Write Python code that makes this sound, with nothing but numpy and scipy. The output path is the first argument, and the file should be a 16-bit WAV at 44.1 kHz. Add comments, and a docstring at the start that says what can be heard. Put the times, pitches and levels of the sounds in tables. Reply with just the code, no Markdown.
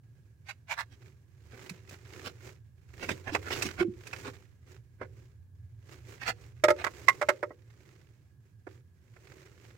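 """Fitting a drain pipe in a small bare room.

Close to a hand-held phone, over a steady low hum, a small plastic case scuffs the concrete floor.
A branch fitting is slid over it and pushed onto a drain pipe, and a spirit level is set on top.
Grit scrapes and hands rub between short hollow knocks that ring the plastic,
and the air in the pipe booms as the joint closes."""
import sys
import numpy as np
from scipy import signal
from scipy.fft import rfft, irfft, next_fast_len
from scipy.io import wavfile
from scipy.ndimage import uniform_filter1d

SR = 44100
rng = np.random.default_rng(int(sys.argv[2]) if len(sys.argv) > 2 else 0)


def wav_out(sig):
    """Save sig, one row per channel (or a flat mono array), as 16-bit PCM at SR to the path in sys.argv[1]."""
    wavfile.write(sys.argv[1], SR, np.round(np.clip(np.atleast_2d(sig).T, -1, 1) * 32767).astype(np.int16))


N = 430857
TIME = np.arange(N) / SR
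HIT_TIME = TIME[:SR // 3]
SOFT_DULLING = .4  # share of its treble loss that a soft contact also loses near 2 kHz

# Spectrum of grit under plastic. Each row: frequency in Hz, gain in dB.
GRIT_SPECTRUM = [(150, -11), (450, -4.5), (640, -3.5), (1000, -6), (1270, -2), (1750, -1.5), (2150, -2),
                 (3100, -8), (5500, -12), (8000, -18), (10000, -27), (16000, -26.5)]
# Spectrum of skin and cloth on plastic. Each row: frequency in Hz, gain in dB.
RUB_SPECTRUM = [(50, -7.5), (110, 11.5), (220, -3.5), (370, 8.5), (700, -7), (2200, -6), (3500, -14),
                (7000, -10.5), (10000, -23.5), (16000, -20.5)]


def undb(db):
    """Decibels to gain."""
    return 10 ** (np.asarray(db) / 20)


def unit(x):
    """Scale to rms 1."""
    return x / np.sqrt(np.mean(x ** 2))


def decay(t, t60_s):
    """A fade of 60 dB every t60_s seconds."""
    return np.exp(-np.log(1000) * t / t60_s)


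def add(out, s, x):
    """Mix a sound in at s seconds."""
    i = max(int(s * SR), 0)
    out[:, i:i + x.shape[-1]] += x[..., :N - i]


def on_bins(points, size):
    """Read (Hz, value) points on the frequency bins of a signal."""
    hz, value = np.transpose(points)
    return np.interp(np.log(np.fft.rfftfreq(size, 1 / SR) + 1), np.log(hz), value)


def colour(x, points):
    """Filter by (Hz, dB) points."""
    size = next_fast_len(x.shape[-1] + SR // 20)
    return irfft(rfft(x, size) * undb(on_bins(points, size)), size)[..., :x.shape[-1]]


def spread(pair):
    """Two unrelated signals become the two microphones: alike in the bass, apart in the treble."""
    # Each row: frequency in Hz, likeness of left and right from 0 to 1.
    likeness = [(100, .93), (600, 0.69), (1100, .25), (2500, 0.056)]
    size = next_fast_len(pair.shape[-1])
    like = on_bins(likeness, size)
    mid, side = rfft(pair, size) * np.sqrt([(1 + like) / 2, (1 - like) / 2])
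    return irfft(np.array([mid + side, mid - side]), size)[:, :pair.shape[-1]]


def band(hz, width_hz):
    """Noise in one steep resonance, rms 1."""
    size = next_fast_len(N)
    detune = (np.fft.rfftfreq(size, 1 / SR) - hz) / width_hz
    spectrum = rfft(rng.standard_normal((2, size))) / (1 + 2 * detune ** 2)
    return unit(spread(irfft(spectrum, size))[:, :N])


def grains(size, per_s, scatter_db, smear_s):
    """Tiny slips of random strength, each a short burst of noise."""
    slips = (rng.random(size) < per_s / SR) * undb(scatter_db * np.minimum(rng.exponential(size=size), 4))
    power = signal.lfilter([1], [1, -np.exp(-1 / (smear_s * SR))], slips ** 2)
    return spread(rng.standard_normal((2, size)) * np.sqrt(power))


def waver(size, per_s):
    """Random levels held briefly and smoothed."""
    hold = int(SR / per_s)
    return 0.85 * uniform_filter1d(rng.standard_normal(size)[np.arange(size) // hold], hold)


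def stroke(half_s, squareness):
    """Speed of a hand movement over one second: it builds, peaks in the middle and stops."""
    return np.exp(-np.abs((TIME[:SR] - .5) / half_s) ** squareness)


def room_tone():
    """All around the microphones: a wavering low hum, still air and a faint narrow hiss."""
    # Resonances of the hum. Each row: frequency in Hz, width in Hz, relative level in dB.
    hum_bands = [(76, 12, -5.5), (91.4, 1.7, -4), (114, 13, -1)]
    # The hum swells and sinks. Each row: time in seconds, level in dB.
    hum_levels = [(0, -58), (1.7, -55.5), (2.7, -55.5), (3.6, -49), (4.5, -55), (6.6, -50.5), (7.6, -60)]
    # Spectrum of the still air. Each row: frequency in Hz, gain in dB.
    air_spectrum = [(25, -24), (60, -12.5), (120, 4.5), (200, -12.5), (350, -20), (600, -32.5),
                    (1000, -33.5), (2000, -44), (3200, -42), (16000, -43.5)]
    hum = unit(sum(undb(db) * band(hz, width_hz) for hz, width_hz, db in hum_bands))
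    hum *= undb(np.interp(TIME, *np.transpose(hum_levels)))
    air = undb(-62) * unit(colour(spread(rng.standard_normal((2, N))), air_spectrum))
    hiss = undb(-84) * band(hz=1650, width_hz=100)
    return hum + air + hiss


def reverberate(x):
    """The hollow pipe and the bare walls add a short tail, strongest in the low mids."""
    t = TIME[:SR // 2]
    build_up = 1 - np.exp(-t / .008)
    tail = spread(rng.standard_normal((2, len(t)))) * decay(t, t60_s=.33) * build_up
    tail /= np.sqrt(np.sum(tail ** 2) / 2)
    tail = colour(tail, [(220, 0), (380, 13), (520, 13), (600, -6), (1100, -19), (6000, -9)])
    return x + undb(-20) * signal.fftconvolve(x, tail, axes=1)[:, :N]


def shifting_grip():
    """Fingers never lie quite still: a very faint rustle comes and goes."""
    return undb(-78) * unit(colour(grains(N, per_s=30, scatter_db=2, smear_s=.03), RUB_SPECTRUM))


def rubbing():
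    """Hands and sleeves slide over the plastic with uneven pressure; specks of dust tick now and then."""
    # Each row: fastest moment in seconds, half length in seconds, level in dB.
    rubs = [(1.06, 0.071, -61.5), (1.64, 0.15, -54), (1.93, 0.038, -50), (2.185, 0.13, -51.5),
            (2.47, 0.055, -51), (3.1, 0.13, -49.5), (3.581, 0.11, -39), (4.19, 0.16, -50),
            (4.719, 0.048, -58), (5.2, 0.11, -66), (5.93, 0.073, -56), (6.115, 0.057, -51.5),
            (6.441, 0.072, -58.5), (7.049, 0.27, -51.5), (7.872, 0.24, -64.5), (8.738, .05, -61.5),
            (9.369, 0.19, -58), (9.665, 0.1, -60)]
    middling_db, waver_db = -52, 0.5
    out = np.zeros((2, N))
    for s, half_s, db in rubs:
        slips = grains(SR, per_s=1100, scatter_db=2.5, smear_s=.003)
        dust = grains(SR, per_s=30, scatter_db=2, smear_s=.0025)
        specks = undb(-7) * unit(colour(dust, GRIT_SPECTRUM))
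        # the gentler the rub, the more it is a dull rustle from the hollow body
        hollow_db = 0.5 + 0.24 * (middling_db - db)
        friction = colour(unit(colour(slips, RUB_SPECTRUM)), [(220, 0), (350, hollow_db), (700, 0)])
        pressure = undb(db + waver_db * waver(SR, per_s=15))
        add(out, s - .5, pressure * (friction + specks) * stroke(half_s, squareness=1.4))
    return out


def drags():
    """Plastic drags on concrete or plastic: grit catches, slips and rings the shell's dense modes."""
    # Each row: hardest push in seconds, level in dB, bass in dB, treble in dB.
    pushes = [(.497, -42.5, -35, -2.5), (0.72, -33.5, -20.5, -2.5), (0.801, -32.5, -19, -3.5),
              (.930, -55.5, 17, 4), (1.54, -50, 18, -6), (2.269, -38, 8.5, 3), (3.037, -36, 6, -3.5),
              (3.109, -33, 16, 2.5), (3.287, -37.5, 11, -9), (3.346, -38, 7, 3.5), (3.473, -39, 8, -9),
              (3.534, -34, 6, 3), (3.659, -34, 12.5, 5.5), (3.808, -31, 9.5, -9.5), (4.272, -38, 10.5, -8),
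              (5.03, -45, 7, -19.5), (6.23, -42.5, -5, -5), (6.288, -27, -13, -1), (6.807, -39.5, -8, -9)]
    out = np.zeros((2, N))
    for s, db, bass_db, treble_db in pushes:
        shell = rng.standard_normal((1, SR // 20)) * decay(TIME[:SR // 20], t60_s=0.031)
        slips = grains(SR, per_s=860, scatter_db=1, smear_s=0.00055)
        grit = colour(signal.fftconvolve(slips, shell, axes=1)[:, :SR], GRIT_SPECTRUM)
        dull_db = SOFT_DULLING * min(treble_db, 0)
        contact = [(400, bass_db), (650, 0), (1400, 0), (2200, dull_db), (4500, treble_db)]
        scrape = unit(colour(grit, contact))
        add(out, s - .5, undb(db) * scrape * stroke(half_s=0.02, squareness=1.7))
    return out


def air_booms():
    """As the fitting is jolted or the joint closes, one low mode of the air column swells and fades."""
    # Each row: start in seconds, pitch in Hz, peak level in dB, swell in seconds.
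    booms = [(1.708, 177, -37, 0.0059), (3.321, 305, -33.5, 0.0074), (3.806, 354.6, -19, 0.0094),
             (3.847, 343.5, -24, 0.0077), (3.88, 211, -30.5, 0.0047)]
    out = np.zeros((2, N))
    for s, hz, db, swell_s in booms:
        age = HIT_TIME / swell_s
        add(out, s, undb(db) * age * np.exp(1 - age) * np.sin(2 * np.pi * hz * HIT_TIME))
    return out


def level_blow(x, db):
    """Set the rms level of a blow over its first 15 ms."""
    return undb(db) * x / np.sqrt(np.mean(x[..., :SR * 15 // 1000] ** 2))


def ring(modes, db, rise_s, detune=0.011):
    """Struck modes swell and die, the high ones sooner; the grip shifts their pitch a little."""
    out = 0
    for hz, mode_db in modes:
        shift, lag = rng.standard_normal(2)
        t60_s = .062 * (1000 / hz) ** .25
        phase = np.array([[1], [-1]]) * lag * min(hz / 2500, 1)  # out of step at the two microphones
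        tone = np.sin(2 * np.pi * hz * (1 + detune * shift) * HIT_TIME + phase)
        out = out + undb(mode_db) * decay(HIT_TIME, t60_s) * tone
    return level_blow(out * (1 - np.exp(-HIT_TIME / rise_s)), db)


def knock(db, hollow_db, bass_db, hardness_db, rise_s, hold_s):
    """The fitting's rim chatters for a few ms; its wall clacks and its hollow body rings on."""
    # Spectrum of the dense, quickly damped wall modes. Each row: frequency in Hz, gain in dB.
    wall_spectrum = [(120, -39.5), (300, -4.5), (600, -3), (1300, 1), (2100, 0), (3000, -15), (5500, -17),
                     (8000, -19.5), (10000, -29), (16000, -32)]
    # Modes of the hollow fitting. Each row: frequency in Hz, relative level in dB.
    body_modes = [(358, -11), (517, -10.5), (598, 3.5), (899, -9.5), (1245, -7), (1340, -10), (1911, -18),
                  (2116, -16), (3490, -27.5), (5276, -25.5)]
    chatter = grains(len(HIT_TIME), per_s=3000, scatter_db=1.5, smear_s=.001)
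    chatter *= 1 - np.exp(-HIT_TIME / rise_s)
    low = colour(chatter, [(1500, 0), (5000, -30)])
    free_s = np.maximum(HIT_TIME - hold_s, 0)
    wall = low * decay(free_s, t60_s=.052) + (chatter - low) * decay(free_s, t60_s=.044)
    # a soft, broad contact gives more bass, a hard edge more treble
    dull_db = SOFT_DULLING * min(hardness_db, 0)
    contact = [(450, bass_db - 0.58 * hardness_db), (1200, 0), (2000, dull_db),
               (4500, hardness_db), (12000, 1.1 * hardness_db)]
    clack = level_blow(colour(colour(wall, wall_spectrum), contact), db)
    return clack + ring(body_modes, db + hollow_db, rise_s=0.006)


def fitting_bumps():
    """The fitting bumps floor and pipe: a soft bump rings its hollow body, a hard one its socket rim."""
    # Each row: start in seconds, level in dB, hardness of the contact in dB of treble.
    bumps = [(1.694, -45, 17.5), (1.891, -55.5, 30), (3.089, -33, 3), (3.348, -26, -2), (3.504, -36, -1),
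             (3.621, -31.5, 15), (4.069, -48, 15), (4.13, -39.5, 2.5), (5.012, -38, -15), (8.667, -43, -12),
             (9.163, -59, -2), (9.315, -60, -5)]
    # Modes of the socket rim. Each row: frequency in Hz, relative level in dB.
    rim_modes = [(2260, -10.5), (2410, -3), (2600, -1.5), (5220, -13.5)]
    out = np.zeros((2, N))
    for s, db, hardness_db in bumps:
        hollow_db = -23.5 - 0.73 * hardness_db
        rim_db = -6.5 + min(2 * hardness_db, 3)
        bump = knock(db, hollow_db, bass_db=5.5, hardness_db=hardness_db, rise_s=.0014, hold_s=.007)
        add(out, s, bump + ring(rim_modes, db + rim_db, rise_s=0.00083))
    return out


def spirit_level_taps():
    """The spirit level lands on the fitting; the less a tap rings the fitting, the more the tool rings."""
    # Each row: start in seconds, level in dB, hardness in dB of treble, fitting's ring in relative dB.
    taps = [(6.637, -25, 2.5, 8), (6.682, -27.5, 0, 7.5), (6.702, -29, 5, 10), (6.841, -29.5, 1.5, -13.5),
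            (6.865, -32, -5, -10), (7.082, -24, 3.5, -33), (7.213, -30, -4, 0.5), (7.223, -33, -6.5, 0),
            (7.286, -22.5, -2, -0.5), (7.428, -32, -11.5, 1), (7.505, -47.5, -32, -6)]
    # Modes of the spirit level. Each row: frequency in Hz, relative level in dB.
    tool_modes = [(1100, -0.5), (1281, -20), (1967, -1), (2085, -2.5)]
    firm_db, rebound_s, rebound_db = -29, .0095, -9
    out = np.zeros((2, N))
    for s, db, hardness_db, hollow_db in taps:
        tool_db = -12 - 0.56 * hollow_db
        blows = [(s, db)]
        if db > firm_db:  # a firm tap rocks back once
            blows.append((s + rebound_s, db + rebound_db))
        for at_s, blow_db in blows:
            tap = knock(blow_db, hollow_db, bass_db=-2.5, hardness_db=hardness_db,
                        rise_s=.0018, hold_s=.003)
            add(out, at_s, tap + ring(tool_modes, blow_db + tool_db, rise_s=0.003))
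    return out


def scene():
    """The work lies nearer the right microphone; the room tone surrounds both, leaning right."""
    # Balance of the work at the microphones. Each row: frequency in Hz, left minus right in dB.
    balance = [(100, -2), (350, -5), (600, -2), (1100, -6), (2100, -12), (4000, -8), (7000, -3),
               (10000, 4.98), (16000, 2.92)]
    work = fitting_bumps() + spirit_level_taps() + drags() + air_booms() + rubbing() + shifting_grip()
    left, right = reverberate(work)
    left = colour(left, [(hz, db / 2) for hz, db in balance])
    right = colour(right, [(hz, -db / 2) for hz, db in balance])
    return np.array([left, right]) + room_tone() * undb([[-1.75], [1.75]])


def record(dry):
    """The phone cuts the top of the treble steeply."""
    top_hz = 15900
    return signal.sosfilt(signal.ellip(10, .2, 70, top_hz, fs=SR, output="sos"), dry)


dry = scene()
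out = record(dry)
wav_out(out)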